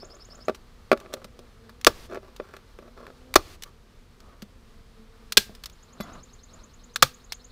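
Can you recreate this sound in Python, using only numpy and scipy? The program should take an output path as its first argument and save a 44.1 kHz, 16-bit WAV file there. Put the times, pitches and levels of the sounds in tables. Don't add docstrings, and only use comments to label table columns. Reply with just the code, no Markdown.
import sys
import numpy as np
from scipy import signal
from scipy.fft import rfft, irfft, next_fast_len
from scipy.io import wavfile

SR = 44100
rng = np.random.default_rng(int(sys.argv[2]) if len(sys.argv) > 2 else 0)


def persist_wave(psi):
    counts = np.round(np.clip(psi, -1, 1) * 32767).astype(np.int16)
    wavfile.write(sys.argv[1], SR, np.atleast_2d(counts).T)


N = 331191
TIME = np.arange(N) / SR
AGE = TIME[:SR // 3]


def undb(db):
    return 10 ** (np.asarray(db) / 20)


def unit(x):
    return x / np.sqrt(np.mean(x ** 2))


def curve(table, t):
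    s, *columns = np.transpose(table)
    return [np.interp(t, s, c) for c in columns]


def add(track, s, sound):
    i = int(s * SR)
    part = sound[max(-i, 0):max(N - i, 0)]
    start = max(i, 0)
    track[start:start + len(part)] += part


def noise(colour, t):
    hz, db = np.transpose(colour)
    size = next_fast_len(len(t))
    f = np.maximum(np.fft.rfftfreq(size, 1 / SR), 1)
    gain = undb(np.interp(np.log(f), np.log(hz), db))
    coloured = irfft(rfft(rng.standard_normal(size)) * gain, size)
    return unit(coloured[:len(t)])


def walk(rate):
    knots = rng.standard_normal(1024)
    return np.interp(TIME * rate, np.arange(len(knots)), knots)


def fade(t60, t=AGE):
    return np.exp(-np.log(1000) * t / t60)


def swell(t, length):
    return np.cos(np.pi * np.clip(t / length, -.5, .5)) ** 2


def chirp(hz, db):
    return np.sin(2 * np.pi * np.cumsum(hz) / SR) * undb(db)


def ring(modes, scatter_db, phase_spread):
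    hz, db, t60 = np.transpose(modes)[:, :, None]
    size, phase, detune = rng.standard_normal((3, len(modes), 1))
    angle = 2 * np.pi * hz * (1 + 0.0031 * detune) * AGE + phase_spread * phase
    waves = np.cos(angle) * fade(t60)
    return np.sum(undb(db + scatter_db * size) * waves, axis=0) / np.sqrt(np.sum(undb(db) ** 2) / 2)


def tone(hz, db, t60):
    return undb(db) * np.cos(2 * np.pi * hz * AGE) * fade(t60) * (1 - fade(.5 / hz))


def scatter(x, t60, db):
    t = TIME[:SR]
    colour = [(60, 19.5), (400, 2), (1500, -5.5), (5000, -7.0), (15000, -5)]  # (pitch_hz, relative dB per Hz)
    tail = noise(colour, t) * fade(t60, t) * (1 - fade(0.11, t))
    return undb(db) * signal.fftconvolve(x, tail / np.sqrt(np.sum(tail ** 2)))[:N]


# pitch_hz [Hz], level_db [relative dB per Hz]
AIR_COLOUR = [(12, -32.5), (20, 5), (57, 0), (160, -12.5), (229, -13), (294, -20), (445, -16), (540, -22.5),
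              (713, -26), (796, -29), (1210, -22.5), (1420, -28), (4690, -33.5), (13400, -46.5),
              (15000, -47.5)]
# [dB, before the shared trim]
HISS_LEVEL = [(0, -59.5), (1.7, -62.5), (3.2, -61), (3.9, -65.5), (4.6, -65), (5.2, -59.5), (6.4, -61.5),
              (7.5, -61)]
# pitch_hz [Hz], level_db [relative dB per Hz]
HISS_COLOUR = [(200, -7.5), (500, -2), (800, 3), (1300, 3.5), (2500, -5.5), (4300, -3), (7000, -15),
               (15000, -19.5)]


def field(air_db=-51.5, hiss_trim_db=-3.5):
    hiss_db, = curve(HISS_LEVEL, TIME)
    air = noise(AIR_COLOUR, TIME) * undb(air_db + 0.96 * walk(11))
    return air + noise(HISS_COLOUR, TIME) * undb(hiss_db + hiss_trim_db + 1.1 * walk(17))


# [dB, before the shared trim]
COLONY = [(0, 244, -52.5), (1.5, 234.5, -52.5), (3, 244.2, -51), (3.9, 241.2, -59), (4.4, 239.3, -55.5),
          (5.1, 225.1, -53), (6.3, 243.5, -56.5), (7.5, 246.4, -56)]


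def bees(count=7, trim_db=-8):
    hz, db = curve(COLONY, TIME)
    hum = 0
    for _ in range(count):
        wingbeat = hz * (1 + 0.047 * walk(1.3) + 0.0086 * walk(23))
        phase = 2 * np.pi * np.cumsum(wingbeat) / SR
        buzz = np.sin(phase) + undb(-3.5) * np.sin(2 * phase) + undb(-15.0) * np.sin(3 * phase)
        hum = hum + buzz * undb(9.1 * walk(9))
    return unit(hum) * undb(db + trim_db)


SYLLABLE_S = .101
SWELL_FROM_S, SWELL_S, SWELL_DB = 5.7, .55, -6.5
WHISTLE_HZ, WHISTLE_HZ_PER_S, WHISTLE_S = 6700, 80000, .024
NOTE_HZ, NOTE_HZ_PER_S, NOTE_S, NOTE_LEAD_S = 5220, 32000, .022, .029
BUZZ_HZ_PER_S, BUZZ_S, BUZZ_LEAD_S = 14000, .038, .043
# start_s [s, first whistle], end_s [s], whistle_db [dB], buzz_db [dB, before its own 3 dB cut],
# buzz_pitch_hz [Hz], note_db [dB relative to buzz_db]
BIRD_TRILLS = [(0.052, 0.5, -47, -46.5, 4810, 2), (5.733, 7.6, -47, -54.5, 3965, -6)]


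def bird(buzz_hz=212, swing_hz=600, uneven_db=1.8):
    out, lead = np.zeros(N), .07
    t = TIME[:SR // 10] - lead
    cycle = 2 * np.pi * buzz_hz * t
    throb = 1 - .5 * np.cos(cycle)
    buzz_t, note_t = t + BUZZ_LEAD_S, t + NOTE_LEAD_S
    for first, last, whistle_db, buzz_db, centre_hz, note_db in BIRD_TRILLS:
        for s in np.arange(first, last, SYLLABLE_S):
            pitch, size = 1 + .008 * rng.standard_normal(), uneven_db * rng.standard_normal()
            softness = np.clip(1 - (s - SWELL_FROM_S) / SWELL_S, 0, 1) * (s > SWELL_FROM_S)
            sweep_hz = centre_hz + BUZZ_HZ_PER_S * buzz_t + swing_hz * signal.sawtooth(cycle, .8)
            buzz = chirp(sweep_hz, buzz_db) * throb * swell(buzz_t, BUZZ_S)
            note_hz = pitch * NOTE_HZ + NOTE_HZ_PER_S * note_t
            note = chirp(note_hz, buzz_db + note_db) * swell(note_t, NOTE_S)
            whistle = chirp(pitch * WHISTLE_HZ + WHISTLE_HZ_PER_S * t, whistle_db) * swell(t, WHISTLE_S)
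            syllable = undb(-3) * buzz + note + whistle
            add(out, s - lead, undb(size + SWELL_DB * softness) * syllable)
    heard = out + scatter(out, t60=.25, db=-10)
    add(heard, .019, undb(-17) * out)
    return heard


# [dB, before the flutter]
SLEEVE_STROKES = [(4.183, 4.398, -58), (5.86, 6.021, -59), (5.975, 6.233, -47), (6.48, 6.693, -57)]
# pitch_hz [Hz], level_db [relative dB per Hz]
CLOTH_COLOUR = [(60, -8), (130, 5), (250, 5), (420, -3), (650, 2.5), (850, -4.5), (1200, 3.5),
                (1800, -11.5), (4000, -19.5), (15000, -42)]


def sleeve(flutter_db=2):
    strokes = np.zeros(N)
    for start, end, db in SLEEVE_STROKES:
        strokes += undb(db) * np.interp(TIME, np.linspace(start, end, 5), [0, 1, 1, 1, 0])
    return noise(CLOTH_COLOUR, TIME) * strokes * undb(flutter_db * walk(90))


# pitch_hz [Hz], level_db [relative dB], t60_s [s]
BOX_MODES = [(252.5, -3.5, 0.051), (355, -4, 0.082), (393, 1.5, .065), (458, 0, .04), (509, -1, .055),
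             (568.7, -3, 0.1), (620.8, 0.5, .06)]
# pitch_hz [Hz], level_db [relative dB], t60_s [s]
BOARD_MODES = [(720, -9, .03), (864, -10.5, 0.061), (1038, -8, 0.047), (1159, 1, 0.052),
               (1299, -0.5, 0.043), (1394, -0.5, 0.036), (1538, -5.5, 0.034), (1703, -2.5, 0.031),
               (2020, -9.5, .035), (2266, -10, 0.032), (2385, -6.5, 0.027), (2560, -10, 0.038)]
# pitch_hz [Hz], level_db [relative dB per Hz]
FIBRE_COLOUR = [(60, -23), (250, -7.5), (500, -1.5), (800, -7), (1400, 0.5), (2500, -6.5), (4500, -8),
                (8000, -34.5), (15000, -34.5)]


def wood(box_db, board_db, low_hz=190, high_hz=900):
    box = ring(BOX_MODES, scatter_db=0.77, phase_spread=1.0)
    box = signal.sosfilt(signal.butter(2, [low_hz, high_hz], "band", fs=SR, output="sos"), box)
    crunch = noise(FIBRE_COLOUR, AGE) * fade(.035) * undb(-4)
    board = ring(BOARD_MODES, scatter_db=1.1, phase_spread=1.5) * undb(4) + crunch
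    return undb(box_db) * box + undb(board_db) * board * (1 - fade(.002))


# pitch_hz [Hz], level_db [relative dB per Hz]
CRACK_COLOUR = [(100, -33), (300, -20), (900, -8.5), (1300, -8.5), (1700, -1.5), (2600, -0.5), (4000, 2.5),
                (5600, -1.5), (7500, -6.5), (11000, -10.5), (15000, -10)]


def crack(db, t60):
    return undb(db) * noise(CRACK_COLOUR, AGE) * fade(t60) * (1 - fade(0.0004))


# [s, before any added damping]
GUN_MODES = [(1630, -10, 0.11), (2320, -6.5, 0.043), (2540, -8.5, 0.071), (2900, -7, 0.013),
             (3480, 4.5, 0.043), (3655, -2.5, 0.054), (4286, -4.5, 0.14), (4460, -1.5, 0.021),
             (4000, -4, 0.023), (4170, -8, 0.031), (4915, 1.5, 0.017), (5130, -5, 0.021),
             (5245, -0.5, 0.044), (5700, -3.5, 0.057), (6100, -5, .05), (7220, -5.5, 0.039),
             (8400, -10.5, 0.026), (8040, -8.5, 0.026), (9200, -11, 0.017), (10160, -12.5, 0.046)]


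def frame(db):
    return undb(db) * ring(GUN_MODES, scatter_db=-3.0, phase_spread=3.4) * (1 - fade(0.0016))


def steel(db, t60):
    return crack(db, t60) + frame(db - 8) * fade(t60 * 2.2)


def knock(box_db, board_db, steel_db):
    return wood(box_db, board_db) * fade(0.63) + steel(steel_db, t60=0.026)


# [relative dB, before a 4 dB lift]
SLIDES = [(0.0, 0.199, -57, 3), (0.273, 0.426, -59.5, 2), (0.947, 1.227, -53, 2.5),
          (1.239, 1.77, -68.5, -0.5), (2.08, 2.187, -43, 6), (2.209, 2.32, -56.5, -3),
          (2.395, 2.62, -58, -5), (2.795, 2.903, -56, 6), (2.949, 3.105, -51, -1), (3.205, 3.335, -65, 9),
          (3.638, 3.705, -57, -10)]


def rubbing(slips_per_s=600, uneven_db=5.5):
    out = np.zeros(N)
    for start, end, db, box_db in SLIDES:
        chance, size = rng.random(SR), np.clip(rng.standard_normal(SR), -2, 2)
        count = int(np.clip((end - start) * SR, SR / 50, SR))
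        slips = (chance < slips_per_s / SR) * undb(uneven_db * size)
        slips = slips[:count] * signal.windows.tukey(count, .5)
        rasp = signal.sosfilt(signal.butter(2, 2000, fs=SR, output="sos"), wood(box_db + 4.0, 0))
        sound = signal.fftconvolve(slips, rasp + steel(-3, t60=.015))
        add(out, start, undb(db) * sound / (np.std(sound[:count]) + 1e-9))
    return out


def catches(box_db=2, board_db=-4, steel_db=-12, per_s=22, above_slide_db=4, scatter_db=2):
    out = np.zeros(N)
    for start, end, db, _ in SLIDES:
        shift, size = rng.random(32), rng.standard_normal(32)
        times = start + (np.arange(len(shift)) + shift) / per_s
        tap = undb(db + above_slide_db) * knock(box_db, board_db, steel_db)
        for s, gain in zip(times[times < end], undb(scatter_db * size)):
            add(out, s, gain * tap)
    return out


def faint_tone():
    out = np.zeros(N)
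    add(out, 1.14, tone(525, db=-45, t60=.45))
    return out


# pitch_hz [Hz], level_db [relative dB], t60_s [s]
BRIGHT_RING_MODES = [(2030, -5, 0.16), (3435, -5, 0.14), (3973, -1, 0.084), (4533, -8, 0.16),
                     (5308, -9, 0.14), (7090, -11, 0.031), (11600, -2, 0.074)]


def bright_ring(start_s=6.007, level_db=-39):
    out = np.zeros(N)
    add(out, start_s, undb(level_db) * ring(BRIGHT_RING_MODES, scatter_db=-0.5, phase_spread=3))
    return out


# start_s [s], box_db [dB], board_db [dB], steel_db [dB], stand_thump_db [dB]
BUMPS = [(0.031, -37, -53, -64, -55), (0.4828, -17.5, -26, -36.5, -27), (0.9156, -10, -13.5, -28, -30),
         (1.06, -42, -47, -66, -45), (1.138, -29, -38, -27, -56), (1.247, -43, -48.5, -53, -39),
         (1.391, -42.5, -55, -45.5, -61), (2.122, -32.5, -42, -60, -46), (2.146, -35, -39, -45, -59),
         (2.156, -31.5, -40, -49, -61), (2.172, -32, -39.5, -59, -52), (2.399, -26, -37, -65, -43),
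         (2.538, -44, -41, -50, -61), (2.566, -46.5, -45.5, -44.5, -52.5), (2.788, -38.5, -47, -54, -43),
         (4.425, -50, -53, -51, -31.5), (5.495, -41, -66, -72.5, -37), (6.002, -31, -39, -44, -23)]


def knocks(stand_hz=205, bounce_above_db=-22, bounce_s=.0127, bounce_db=-4.5):
    out = np.zeros(N)
    for s, box_db, board_db, steel_db, thump_db in BUMPS:
        add(out, s, knock(box_db, board_db, steel_db) + tone(stand_hz, thump_db, t60=.08))
        if box_db > bounce_above_db:
            add(out, s + bounce_s, undb(bounce_db) * knock(box_db, board_db - 3, steel_db))
    return out


# [s, of the steel burst]
GUN_CLICKS = [(0.547, -43.5, -44.5, 0.063), (0.974, -46, -42, .035), (1.001, -44, -48, .03),
              (1.13, -45, -46, .07), (1.244, -39, -48, 0.035), (1.694, -49.5, -44, .048),
              (1.813, -39.5, -62, 0.022), (1.8469, -11, -24.5, 0.0082), (2.363, -42.5, -60, 0.034),
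              (3.067, -47.5, -40, .017), (3.3403, -17.5, -31.5, 0.014), (3.623, -34.5, -50, 0.028),
              (3.635, -28.5, -52.5, .022), (4.203, -48, -58, .03), (4.421, -40, -56, 0.042),
              (5.322, -19.5, -41, .03), (5.55, -42.5, -64, 0.038), (5.637, -34, -47, 0.036),
              (5.658, -30, -50.5, 0.034), (5.698, -43.5, -57.5, .022), (6.007, -37.5, -37.5, 0.036),
              (6.9596, -19, -27, 0.029), (7.322, -26, -45, 0.038)]


def clicks():
    out = np.zeros(N)
    for s, db, board_db, t60 in GUN_CLICKS:
        add(out, s, steel(db, t60) + wood(board_db - 12, board_db) * fade(t60 * 2))
    return out


# pitch_hz [Hz], level_db [relative dB per Hz]
HANG_COLOUR = [(30, 15.5), (150, 8.5), (400, 4.5), (1500, 0), (4500, 0), (8000, -8.5), (15000, -13.5)]
# thump_hz [Hz], thump_db [dB] of the stand, bend_hz [Hz], bend_db [dB] and ring_hz [Hz], ring_db [dB] of the plank
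STAPLE_SHOTS = [(1.8666, -6, -8, -5, -46, -49.5, 121.8, -30, 465, -8, 1177, -3.5),
                (3.3563, -7.5, -6, -5.5, -47, -50.5, 124.9, -30.5, 378.6, -13.5, 1220, -4.5),
                (5.371, -25, -30, 0, -28.5, -64, 204, -22.5, 405, -13.5, 1604, -14),
                (7.024, -21.5, -8.5, -2.5, -33.5, -66, 129, -21, 524, -9.5, 1225, -4.5)]


def shots(travel_s=.0024, rebound_s=0.0083, hang_s=0.19):
    out = np.zeros(N)
    hold = np.clip((hang_s - AGE) / 0.024 + 1, 0, 1)
    for (s, box_db, board_db, steel_db, rattle_db, hiss_db,
         thump_hz, thump_db, bend_hz, bend_db, ring_hz, ring_db) in STAPLE_SHOTS:
        thump = tone(thump_hz, thump_db, t60=0.085)
        spot = thump + tone(bend_hz, bend_db, t60=0.042) + tone(ring_hz, ring_db, t60=0.03)
        sway = tone(50, box_db - 19, t60=.2)
        gun = frame(steel_db - 1) * fade(.06)
        release = crack(steel_db - 5.0, t60=0.04)
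        strike = crack(steel_db, t60=0.019) + gun + wood(box_db, board_db) * fade(.12) + spot + sway
        rebound = crack(steel_db - 3.0, t60=0.0049)
        rattle = crack(rattle_db, t60=0.22) + tone(1600, rattle_db - 18.5, t60=.4)
        add(out, s, release)
        add(out, s + travel_s, strike)
        add(out, s + rebound_s, rebound + rattle)
        add(out, s, undb(hiss_db) * noise(HANG_COLOUR, AGE) * hold)
    return out


def scene():
    handling = clicks() + knocks() + bright_ring() + faint_tone()
    work = shots() + handling + rubbing() + catches() + sleeve()
    echoes = scatter(work, t60=.11, db=-22.0) + scatter(work, t60=.9, db=-39.5)
    return (work + echoes + bird() + bees() + field())[None]


def record(dry, top_hz=15400):
    clipped = np.clip(dry, -1, 1)
    return signal.sosfilt(signal.ellip(8, .2, 70, top_hz, fs=SR, output="sos"), clipped)


dry = scene()
out = record(dry)
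persist_wave(out)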